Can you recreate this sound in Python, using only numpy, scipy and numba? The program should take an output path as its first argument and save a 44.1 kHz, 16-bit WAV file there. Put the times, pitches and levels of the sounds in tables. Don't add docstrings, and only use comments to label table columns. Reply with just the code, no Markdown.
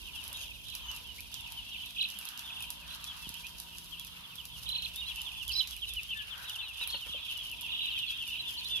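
import sys
import numpy as np
from scipy import signal
from scipy.io import wavfile
from scipy.ndimage import uniform_filter1d
from numba import njit

SR = 44100
rng = np.random.default_rng(int(sys.argv[2]) if len(sys.argv) > 2 else 0)


def dump_mix(stems):
    frames = np.atleast_2d(stems).T
    limited = np.clip(frames, -1, 1)
    pcm = np.round(limited * 32767).astype(np.int16)
    wavfile.write(sys.argv[1], SR, pcm)


N = 388080


def undb(db):
    return 10 ** (np.asarray(db) / 20)


def level(x, db):
    return x * undb(db) / np.sqrt(np.mean(x ** 2))


def curve(rows, axis=1):
    table = np.array(rows)
    return np.interp(np.arange(N) / SR, table[:, 0], table[:, axis])


def at_hz(rows, hz):
    table = np.array(rows)
    return np.interp(np.log(hz), np.log(table[:, 0]), table[:, 1])


def walk(rate_hz):
    hold = int(SR / rate_hz)
    steps = np.repeat(rng.standard_normal(N // hold + 1), hold)
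    return 1.3 * uniform_filter1d(uniform_filter1d(steps, hold), hold)[:N]


def band(x, hz, width_hz):
    return signal.lfilter(*signal.iirpeak(hz, hz / width_hz, fs=SR), x)


def spikes(s, db, pan_db, lag_s):
    out = np.zeros((2, N))
    for side, sign in enumerate((1, -1)):
        at = np.clip(((s - sign * lag_s / 2) * SR).astype(int), 0, N - 1)
        np.add.at(out[side], at, undb(db + sign * pan_db / 2))
    return out


ROOM_T60_S, ROOM_DB, FAR_ROOM_DB = 0.24, -10.0, -6.0


def room(x, wet_db):
    t = np.arange(int(0.4 * SR)) / SR
    tail = rng.standard_normal((2, len(t))) * 1000 ** (-t / ROOM_T60_S)
    tail *= np.clip(t / 0.0016, 0, 1)
    tail *= undb(wet_db) / np.sqrt(np.sum(tail ** 2, axis=1, keepdims=True))
    return x + signal.fftconvolve(x, tail, axes=1)[:, :N]


# f/Hz, left minus right/dB
BALANCE_DB = [(50, -9.5), (130, 1.5), (380, 9.5), (1300, 6), (2400, -1), (15000, -1.5)]
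# f/Hz, left-right correlation
LIKENESS = [(60, 0.35), (150, 0.65), (400, 0.23), (1000, 0.39), (2000, -0.22), (15000, 0.067)]


def noise_pair(hz, width_hz):
    like = np.clip(at_hz(LIKENESS, hz), -0.95, 0.95)
    noise = rng.standard_normal((2, N))
    mid, side = band(band(noise, hz, width_hz), hz, width_hz)
    pair = np.sqrt(1 + like) * mid + np.sqrt(1 - like) * side * np.array([[1], [-1]])
    return pair * undb(np.array([[0.5], [-0.5]]) * at_hz(BALANCE_DB, hz))


# f/Hz, relative level/dB per Hz
HOUSE = [(60, -13.5), (110, -5.5), (290, -24), (380, -23), (680, -25.5), (950, -16.5), (1300, -20),
         (2100, -22), (3000, -7), (5000, -19.5), (7800, -32.5), (11000, -17.5), (15000, -28.5)]
# t/s, level/dB (used relative to its mean)
MIDDLE = [(0.0, -70), (0.32, -57), (0.46, -67.5), (0.73, -70), (0.9, -62), (1.3, -71.5), (1.54, -61.5),
          (1.96, -70.5), (2.52, -61), (4.48, -65.5), (5.27, -62.5), (5.83, -70), (6.2, -66.5), (6.45, -57),
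          (6.75, -62.5), (6.85, -57), (7.03, -61), (7.35, -64), (7.94, -66.5), (8.43, -65), (8.58, -61.5),
          (8.8, -63)]
MIDDLE_HZ, MIDDLE_OCTAVES, HOUSE_DB = 1430, 1, -52


def house():
    centres_hz = 60 * 2 ** np.arange(0, 8.1, 1 / 3)
    swell_db = curve(MIDDLE) - np.mean(curve(MIDDLE)) + 3.1 * walk(9)
    shares = np.exp(-(np.log2(centres_hz / MIDDLE_HZ) / MIDDLE_OCTAVES) ** 2)
    noise = np.zeros((2, N))
    for hz, share in zip(centres_hz, shares):
        drift_db = (3.6 if hz < 2993 else 1.6) * walk(4)
        noise += noise_pair(hz, hz / 3) * undb(at_hz(HOUSE, hz) + drift_db + share * swell_db)
    return level(noise, HOUSE_DB)


# t/s, air at the ports/dB, third fan harmonic/dB, fourth and fifth/dB
MOVING = [(0, -58.5, -67.5, -71.5), (1.2, -56.5, -70, -67.5), (2.2, -64, -71, -71.5),
          (3.2, -59.5, -64, -70), (4.2, -63, -63, -72.5), (4.8, -55, -62, -70), (5.8, -56.5, -75.5, -77.5),
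          (6.6, -62, -94, -79.5), (7.8, -60, -83, -69.5), (8.8, -60, -91, -69.5)]
FAN_HZ = 56.26
DRONE_DB = 3.5


def fan():
    air_db, third_db, upper_db = (curve(MOVING, axis=k) for k in range(1, 4))
    turn = 2 * np.pi * FAN_HZ * np.arange(N) / SR + 0.33 * walk(2)
    upper = np.sin(4 * turn) + 0.8 * np.sin(5 * turn) + 0.4 * np.sin(12 * turn)
    tones = undb(third_db) * np.sin(3 * turn) + undb(upper_db) * upper
    air = level(noise_pair(FAN_HZ, 35.0), 1.5) * undb(air_db + 2.2 * walk(5))
    drone_db = upper_db + curve(MIDDLE) - np.mean(curve(MIDDLE)) + 2 * walk(9.0)
    drone = level(noise_pair(952.0, 105.0), DRONE_DB) * undb(drone_db)
    return air + drone + tones * undb(0.78 * walk(3.56) + np.array([[1.5], [-1.5]]))


@njit
def whistle(rows, gains, overtone, swell, lean, n, sr):
    out = np.zeros((2, n))
    for e in range(len(rows)):
        s, length = rows[e, 0], rows[e, 1]
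        start_hz, middle_hz, end_hz = rows[e, 2], rows[e, 3], rows[e, 4]
        bend = (start_hz + end_hz) / 2 - middle_hz
        slope = (end_hz - start_hz) / 2
        for side in range(2):
            start = s + side * rows[e, 7] / 1000
            first = max(int(start * sr) + 1, 0)
            for i in range(first, min(int((start + length) * sr), n)):
                u = 2 * (i / sr - start) / length - 1
                phase = np.pi * length * (middle_hz * u + slope * u * u / 2 + bend * u ** 3 / 3)
                envelope = (1 - u * u) ** swell * (1 + lean * u)
                tone = np.sin(phase) + overtone * np.sin(2 * phase)
                out[side, i] += gains[e, side] * envelope * tone
    return out


SWELL, LEAN = 0.42, 0.17
OVERTONE_DB = -40.0


def sing(rows):
    gains = undb(rows[:, 5:6] + rows[:, 6:7] * np.array([0.5, -0.5]))
    return whistle(rows, gains, undb(OVERTONE_DB), SWELL, LEAN, N, float(SR))


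WOBBLE_DB = 2
# t/s, relative level/dB
CHORUS = [(0, -48), (.3, -49.5), (.8, -45.5), (1.2, -53), (1.8, -45.5), (2.9, -51.5), (4.4, -50.5),
          (5.1, -43.5), (6.4, -47.5), (6.9, -44.5), (7.3, -42), (7.58, -45), (7.75, -37), (8.35, -41),
          (8.8, -40)]
CHORUS_PEEPS_PER_S, CHORUS_LENGTH_S, CHORUS_SCATTER_DB = 220, 0.036, 2.5
CHORUS_HZ, CHORUS_SPREAD_HZ, CHORUS_FALL_HZ, CHORUS_ARCH_HZ = 2993, 331, 860, 192


def far_chicks():
    count = CHORUS_PEEPS_PER_S * N // SR
    even = rng.random((count, 2)).T
    bell = rng.standard_normal((count, 6)).T
    high = np.minimum(np.abs(bell[5]), 1.9) * 1.8
    middle_hz = CHORUS_HZ + CHORUS_SPREAD_HZ * (high - 1)
    half_fall_hz = CHORUS_FALL_HZ * (0.63 + 0.45 * bell[0]) / 2
    arch_hz = CHORUS_ARCH_HZ * (0.5 + bell[1])
    start_hz = middle_hz + half_fall_hz - arch_hz
    end_hz = np.maximum(middle_hz - half_fall_hz - arch_hz, 2350)
    length_s = CHORUS_LENGTH_S * np.exp(0.35 * bell[2])
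    db = CHORUS_SCATTER_DB * bell[3] - 1.05 * high
    pan_db, lag_ms = 3.4 * bell[4] - 2.1, even[1] - 0.5
    rows = np.array([even[0] * N / SR, length_s, start_hz, middle_hz, end_hz, db, pan_db, lag_ms]).T
    wet = room(sing(rows) * undb(WOBBLE_DB * walk(220)), FAR_ROOM_DB)
    return level(wet, -0.72) * undb(curve(CHORUS) + 1.5 * walk(9))


# t/s, relative level/dB
RUSTLE = [(0, -61.5), (.7, -63.5), (1.7, -65), (2.2, -63.5), (3, -65), (3.5, -61), (4.3, -66.5), (5, -60.5),
          (6.2, -62.5), (7.3, -63.5), (8.3, -63), (8.8, -59.5)]
# t/s, crack/dB, body/dB
TICKS = [(0.24, -37, -54), (0.2792, -34, -51), (0.3295, -33.5, -51), (0.3726, -38, -51), (0.7008, -41, -52),
         (0.752, -30.5, -43), (0.9148, -37, -46), (0.963, -37, -50), (1.206, -34.5, -49.5),
         (1.3421, -33.5, -42.5), (1.522, -36, -52), (1.8597, -39.5, -54), (2.0883, -40, -54),
         (2.1019, -37, -47.5), (2.1886, -31.5, -52), (2.2536, -33, -48), (2.2887, -34, -45),
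         (2.376, -38, -47), (2.393, -33.5, -45), (2.606, -38, -54), (2.6244, -32, -48.5),
         (2.7041, -28.5, -44), (3.042, -33, -45), (3.2919, -33, -46), (3.342, -37, -50),
         (3.468, -39, -48.5), (3.5846, -43, -53), (3.601, -32, -45.5), (3.784, -36, -48),
         (3.9968, -35.5, -49), (4.0482, -39, -51.5), (4.356, -40, -53), (4.454, -36, -49),
         (4.692, -33.5, -50.5), (4.823, -38, -51), (4.9601, -32, -48), (5.1598, -36, -50),
         (5.217, -34, -47), (5.4798, -32.5, -47), (5.674, -37, -45.5), (5.7653, -36.5, -54),
         (5.937, -33.5, -51), (6.0326, -37.5, -48), (6.4969, -36.5, -48), (6.8748, -28.5, -50),
         (7.5152, -36.5, -54), (7.6111, -35, -55)]
# f/Hz, width/Hz, level/dB
CRACK = [(10830, 2930, 3.5), (12100, 4500, 0)]
# f/Hz, width/Hz, level/dB
BODY = [(4820, 3740, 8), (1495, 1080, 1), (920, 89, -13)]
GRAINS_PER_S = 2500
CRACK_GAIN_DB, BODY_GAIN_DB = 18.5, 28.5


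def litter():
    s, crack_db, body_db = np.transpose(TICKS)
    lag_s, pan_db = np.transpose(rng.uniform(-0.81, 1, (len(s), 2)) * [0.0005, 2.5] - [0, 3.0])
    count = GRAINS_PER_S * N // SR
    even = rng.random((count, 4)).T
    size_db = np.minimum(-3.3 * np.log(1 - even[1]), 22)
    grains = spikes(even[0] * N / SR, size_db, 6.2 * even[2] - 6.1, 0.001 * even[3] - 0.0005)
    bunching_db = np.minimum(4.5 * walk(60) + 1.5 * walk(16), 8.5)
    grains = level(grains * undb(bunching_db), 0.42) * undb(curve(RUSTLE))
    t = np.arange(int(0.1 * SR)) / SR
    burst = rng.standard_normal((2, len(t))) * (np.exp(-t / 0.0006) + 0.1 * np.exp(-t / 0.03))
    burst /= np.sqrt(np.sum(burst[:, :SR // 500] ** 2, axis=1, keepdims=True))
    out = np.zeros((2, N))
    for db, grain_db, modes in ((crack_db + CRACK_GAIN_DB, 9.5, CRACK), (body_db + BODY_GAIN_DB, 7.0, BODY)):
        ticks = signal.fftconvolve(spikes(s, db, pan_db, lag_s), burst, axes=1)[:, :N]
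        source = ticks + undb(grain_db) * grains
        for hz, width_hz, mode_db in modes:
            out += undb(mode_db) * band(band(source, hz, width_hz), hz, width_hz)
    return out


RIGHT_LAG_MS = 0.4337
TRILL_FADE_S, TRILL_RISE = 0.014, 0.09
DIP_DB, DIP_SCATTER_HZ, SWING_SCATTER_DB = 1.2, 80.0, 1.5
FALL_DB = 3.0
HOARSE_ABOVE_HZ, HOARSE_SHARE = 4000.0, 0.11


def trill(s, length, swing, top, first_dip, last_dip, db, pan_db):
    t = np.arange(-swing / 3, length, 1 / SR)
    turns = t / swing
    drop = (1 - np.cos(np.pi * np.abs(2 * (turns - np.round(turns))) ** 1.5)) / 2
    chance = rng.standard_normal((40, 2))
    waver_hz = HOARSE_SHARE * max(top - HOARSE_ABOVE_HZ, 0) * walk(1800)[:len(t)]
    high_hz = top * (1 - TRILL_RISE * np.exp(-np.maximum(turns, 0)))
    scatter_hz = DIP_SCATTER_HZ * chance[np.floor(turns).astype(int), 0]
    low_hz = first_dip + (last_dip - first_dip) * (t / length) ** 3 + scatter_hz
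    phase = 2 * np.pi * np.cumsum(high_hz + (low_hz - high_hz) * drop + waver_hz) / SR
    fade_in = np.square((t - t[0]) / (2 * TRILL_FADE_S))
    fade = np.clip(np.minimum(fade_in, (length - t) / TRILL_FADE_S), 0, 1)
    stroke_db = DIP_DB * drop + FALL_DB * np.sin(2 * np.pi * turns)
    uneven_db = SWING_SCATTER_DB * np.interp(2 * turns, np.arange(40), chance[:, 1])
    voice = fade * undb(db + stroke_db + uneven_db) * np.sin(phase)
    out = np.zeros((2, N))
    for side, sign in enumerate((1, -1)):
        at = int((s + t[0] + side * RIGHT_LAG_MS / 1000) * SR) + np.arange(len(t))
        out[side, at] = voice * undb(sign * pan_db / 2)
    return out


# t/s, length/s, middle f/Hz, fall start to end/Hz, arch above the straight fall/Hz,
# level/dB before flutter, left minus right/dB
PEEPS = [(0.133, 0.042, 2800, 350.0, -10.0, -43.5, -2), (0.148, 0.065, 3060, 660.0, 30.0, -44.5, 7),
         (0.336, 0.026, 3330, 302, -200.0, -45, 0), (0.337, 0.036, 3750, -100.0, 60.0, -40, -3),
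         (0.347, 0.1, 6560, 750.0, 450.0, -53.5, -8), (0.407, 0.05, 3160, 410, -25.0, -44, -2),
         (0.804, 0.077, 3090, 600.0, 100.0, -49, 10), (0.822, 0.11, 6360, 620.0, 350.0, -58, -11),
         (0.878, 0.04, 3000, 302, 225, -37, -1), (1.064, 0.061, 3015, 278, 65, -45.5, -12),
         (1.18, 0.023, 2370, -670.0, 120.0, -43.5, -2), (1.324, 0.084, 3180.0, 940.0, -34, -48.5, -8),
         (1.566, 0.04, 3020, 380.0, 100.0, -38, 0), (1.797, 0.035, 2940, -160.0, -530.0, -41, -8),
         (2.182, 0.04, 2860, 460, 70.0, -48, -1), (2.432, 0.049, 3620, 400, 450, -43.5, -4),
         (2.473, 0.023, 3240, -650, -100, -41, -5), (2.837, 0.03, 2850, 450, -30, -52, 0),
         (3.057, 0.069, 3400, 430, 304, -41, -1), (3.214, 0.037, 2660, 150, 50, -47, 0),
         (3.223, 0.048, 3320, 600, 200, -45, 2), (3.339, 0.042, 3030, -840.0, 152, -44, -6),
         (3.435, 0.034, 2516, -350, -35.0, -44, -4), (3.918, 0.036, 3060, 760.0, 50.0, -42, 7),
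         (3.969, 0.063, 3380, 56, 643, -46, -5), (4.291, 0.04, 2990, 700, 100, -48, -5),
         (4.378, 0.035, 3120, 720.0, -140.0, -41, -7), (4.532, 0.04, 3110, 490.0, 150.0, -48.5, 8),
         (4.954, 0.066, 3695, -140.0, 158, -40.5, -5), (5.009, 0.04, 2860, 202, 40.0, -43, -14),
         (5.051, 0.046, 4080, -270.0, 380.0, -41, -4), (5.075, 0.049, 3335, 578, 410.0, -38.5, 7),
         (5.159, 0.047, 2890, 688, 48, -41, 0), (5.182, 0.04, 3070, 260.0, 110.0, -39.5, -8),
         (5.248, 0.048, 3360, 958, 149, -39, -10), (5.328, 0.086, 3500, 246, 225.0, -45, -2),
         (5.398, 0.039, 2900, 570.0, 10.0, -38.5, -7), (5.473, 0.047, 3060, 950, 0.0, -34, -5),
         (5.509, 0.029, 4300, 300, 1250, -40, 6), (5.513, 0.069, 3120, 430.0, 28, -45, -7),
         (5.551, 0.06, 4110, 50, 270, -29, -10.5), (5.601, 0.018, 3066, 700, -540.0, -28.5, -8),
         (5.628, 0.026, 2810, 580.0, 122, -46, 0), (5.707, 0.046, 3150, 790.0, 30.0, -46, 6),
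         (5.817, 0.032, 3094, 720.0, 36, -32, -4), (5.844, 0.051, 2920, -110.0, -220.0, -44, -3),
         (5.872, 0.051, 3650, 600.0, -50.0, -40, -5), (5.959, 0.042, 2890, 630.0, 174, -32.5, -2),
         (6.09, 0.063, 2996, 652, 132, -34.5, -1), (6.103, 0.041, 2730, 232, 152, -36.5, 2),
         (6.104, 0.028, 3510, -60.0, 90.0, -40, -2.0), (6.143, 0.034, 2690, 42, -210.0, -44, 4),
         (6.148, 0.075, 1735, 98, 22, -45, -2), (6.167, 0.033, 3620, 190, 405.0, -41.5, 6),
         (6.185, 0.03, 2980, 550, -32, -40.5, 7), (6.3, 0.054, 3220, 1055, -10.0, -44, 11),
         (6.431, 0.059, 3960, 114, 50.0, -48, 2), (6.475, 0.033, 3190.0, 1070.0, -150.0, -37.5, 1),
         (6.497, 0.049, 3636, 270.0, 200.0, -44, -9), (6.532, 0.038, 3144, 870.0, 90.0, -39, 0),
         (6.576, 0.048, 3010.0, 613, 160.0, -40, -4), (6.585, 0.033, 3560, 370.0, 270.0, -39.5, 10),
         (6.616, 0.038, 2680, 460.0, 0, -44.5, 6), (6.623, 0.067, 3930, 778, 337, -45.5, -7.5),
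         (6.648, 0.074, 2870, 492.5, 113, -43, 4), (6.788, 0.058, 2720, 530, 50.0, -40, -4),
         (6.793, 0.058, 2900, 572, 12, -44, 10), (6.801, 0.052, 3880, 590, 805.0, -35.5, 0),
         (6.922, 0.037, 3050, 730.0, 7, -35, 5), (7.002, 0.044, 3060.0, 588, 146, -40, -5.0),
         (7.129, 0.049, 3170, 423, -180.0, -41, 3), (7.272, 0.054, 3054, 838, 30, -38.5, -3),
         (7.31, 0.022, 2750, 100, -600.0, -41, 6), (7.353, 0.027, 2970, 360.0, -90.0, -37, 3),
         (7.383, 0.05, 3350, 500, 200.0, -42, 2), (7.434, 0.056, 2950, 216, -235.0, -40.5, -1),
         (7.495, 0.046, 2924, 680, 160.0, -38.5, 2), (7.635, 0.045, 2690, 340.0, 18, -41.5, 4),
         (7.68, 0.04, 2720, 400, 30, -42.5, -1), (7.771, 0.063, 2930, 750, -58, -39, -1),
         (7.846, 0.047, 2960, 500, 40, -37.5, 0), (7.901, 0.063, 2914, 650, -40, -38, 2),
         (7.971, 0.036, 3075, 600, 0, -36.5, -2), (8.011, 0.05, 2800, 550, 28, -37, -6),
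         (8.06, 0.07, 3380, 277, 110.0, -34, -1), (8.065, 0.039, 4130, 610.0, 80.0, -45.5, -14),
         (8.108, 0.031, 2640, 260.0, 40.0, -40, 4), (8.173, 0.066, 3300, 700, 0, -38, 4),
         (8.201, 0.04, 2850, 620, -40, -37, 4), (8.262, 0.051, 2830, 500, 0, -38.5, -2),
         (8.305, 0.042, 2900, 450, 40, -39, -3), (8.345, 0.03, 2920, 450, 30, -41, -4),
         (8.372, 0.026, 3070, 850, 0, -40, -3), (8.392, 0.021, 4030, 100, 150, -36, -3),
         (8.458, 0.052, 2840, 128, -83, -46, 4), (8.462, 0.043, 3480, 800, 400.0, -38, 3),
         (8.57, 0.034, 4440, 300, 720, -36.5, -1.0), (8.644, 0.036, 4010, -550, 80, -37.5, -2),
         (8.688, 0.11, 3514, 347, 186, -33.5, -4), (8.7, 0.076, 2800, 608, -89, -46, -2)]
# first top t/s, length/s, swing period/s, top f/Hz, first dip f/Hz, last dip f/Hz,
# base level/dB, left minus right/dB
TRILLS = [(.653, .1, .029, 4100, 3250, 2800, -48, -8.), (1.954, .095, .0322, 3450, 2500, 2480, -36.5, -4.),
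          (1.9775, .092, .031, 4150, 2980, 2250, -33, -4.5), (2.268, .03, .031, 4650, 3200, 2900, -39, -8.),
          (2.489, .165, .0344, 3600, 2560, 2480, -42.5, -4.),
          (2.879, .08, .029, 4200, 3350, 2500, -44, -2.),
          (4.656, .226, .0321, 4170, 3000, 2350, -36.5, -4.5),
          (5.505, .1, .0285, 5400, 4720, 3700, -38, -5.), (6.863, .125, .031, 4400, 3400, 2450, -38, -2.),
          (7.058, .11, .033, 3500, 3000, 2350, -41, -2.), (7.688, .22, .0317, 3900, 2800, 2600, -38, -2.),
          (7.93, .12, .033, 3600, 2650, 2550, -39, -2.)]
PEEP_LAG_MS, LAG_SCATTER_MS = 0.36, 0.025
ECHO_S, ECHO_DB, TRILL_ECHO_DB = 0.009, -8.0, -16.0


def near_chicks():
    flutter = undb(WOBBLE_DB * np.array([walk(220), walk(220)]) + 0.75 * walk(70))
    s, length_s, middle_hz, fall_hz, arch_hz, db, pan_db = np.transpose(PEEPS)
    lag_ms = PEEP_LAG_MS + LAG_SCATTER_MS * rng.standard_normal(len(s))
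    start_hz = middle_hz + fall_hz / 2 - arch_hz
    end_hz = middle_hz - fall_hz / 2 - arch_hz
    rows = np.array([s, length_s, start_hz, middle_hz, end_hz, db, pan_db, lag_ms]).T
    peeps = sing(rows) * flutter
    trills = sum(trill(*row) for row in TRILLS) * flutter
    echo = undb(ECHO_DB) * peeps + undb(TRILL_ECHO_DB) * trills
    return peeps + trills + np.roll(echo, int(ECHO_S * SR), axis=1)


# t/s, level/dB, left minus right/dB
THUMPS = [(1.748, -54, -5.0), (3.27, -43.5, -12), (3.301, -47, -8), (7.095, -47, 3)]


def thumps():
    s, db, pan_db = np.transpose(THUMPS)
    t = np.arange(int(0.1 * SR)) / SR
    cycles = 60 * t + 0.99 * (1 - np.exp(-t / 0.0036))
    swing = np.sin(2 * np.pi * cycles) * np.exp(-t / 0.0081)
    return signal.fftconvolve(spikes(s, db, pan_db, 0 * s), [swing], axes=1)[:, :N]


# t/s, relative level/dB, brightness/dB per mode, left minus right/dB
KNOCKS = [(6.404, -72, 4.5, 6), (6.811, -66.5, 6, 7), (6.83, -70, 5, 8), (6.872, -67, 5, 8),
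          (6.944, -52.5, 1, 6.5), (7.065, -60, 4, 5), (7.145, -47.5, -24, 5)]
# f/Hz, level/dB, t60/s
HOLLOW = [(564, -1.5, 0.045), (980, 4, 0.025), (1440, 0, 0.03), (1830, -4, 0.016), (2350, -2, 0.012)]
RATTLE_S, RATTLE_DB = 0.012, -19.0


def knocks():
    s, db, bright_db, pan_db = np.transpose(KNOCKS)
    t = np.arange(int(0.1 * SR)) / SR
    blows = spikes(s, db, pan_db, 0 * s)
    decay = signal.fftconvolve(blows, [np.exp(-t / RATTLE_S)], axes=1)[:, :N]
    rattle = blows + undb(RATTLE_DB) * rng.standard_normal(N) * decay
    latest = np.searchsorted(s, np.arange(N) / SR + 0.001) - 1
    tilt_db = bright_db[np.clip(latest, 0, None)]
    out = np.zeros((2, N))
    for k, (hz, mode_db, t60_s) in enumerate(HOLLOW):
        ring = np.sin(2 * np.pi * hz * t) * 1000 ** (-t / t60_s)
        out += signal.fftconvolve(rattle * undb(mode_db + k * tilt_db), [ring], axes=1)[:, :N]
    return out


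def scene():
    floor = room(near_chicks() + litter() + knocks(), ROOM_DB)
    return floor + far_chicks() + thumps() + house() + fan()


EDGE_HZ, TOP_HZ = 14600, 16500


def record(dry):
    soft = signal.sosfilt(signal.butter(10, EDGE_HZ, fs=SR, output="sos"), dry)
    return signal.sosfilt(signal.ellip(10, 0.2, 70, TOP_HZ, fs=SR, output="sos"), soft)


dry = scene()
out = record(dry)
dump_mix(out)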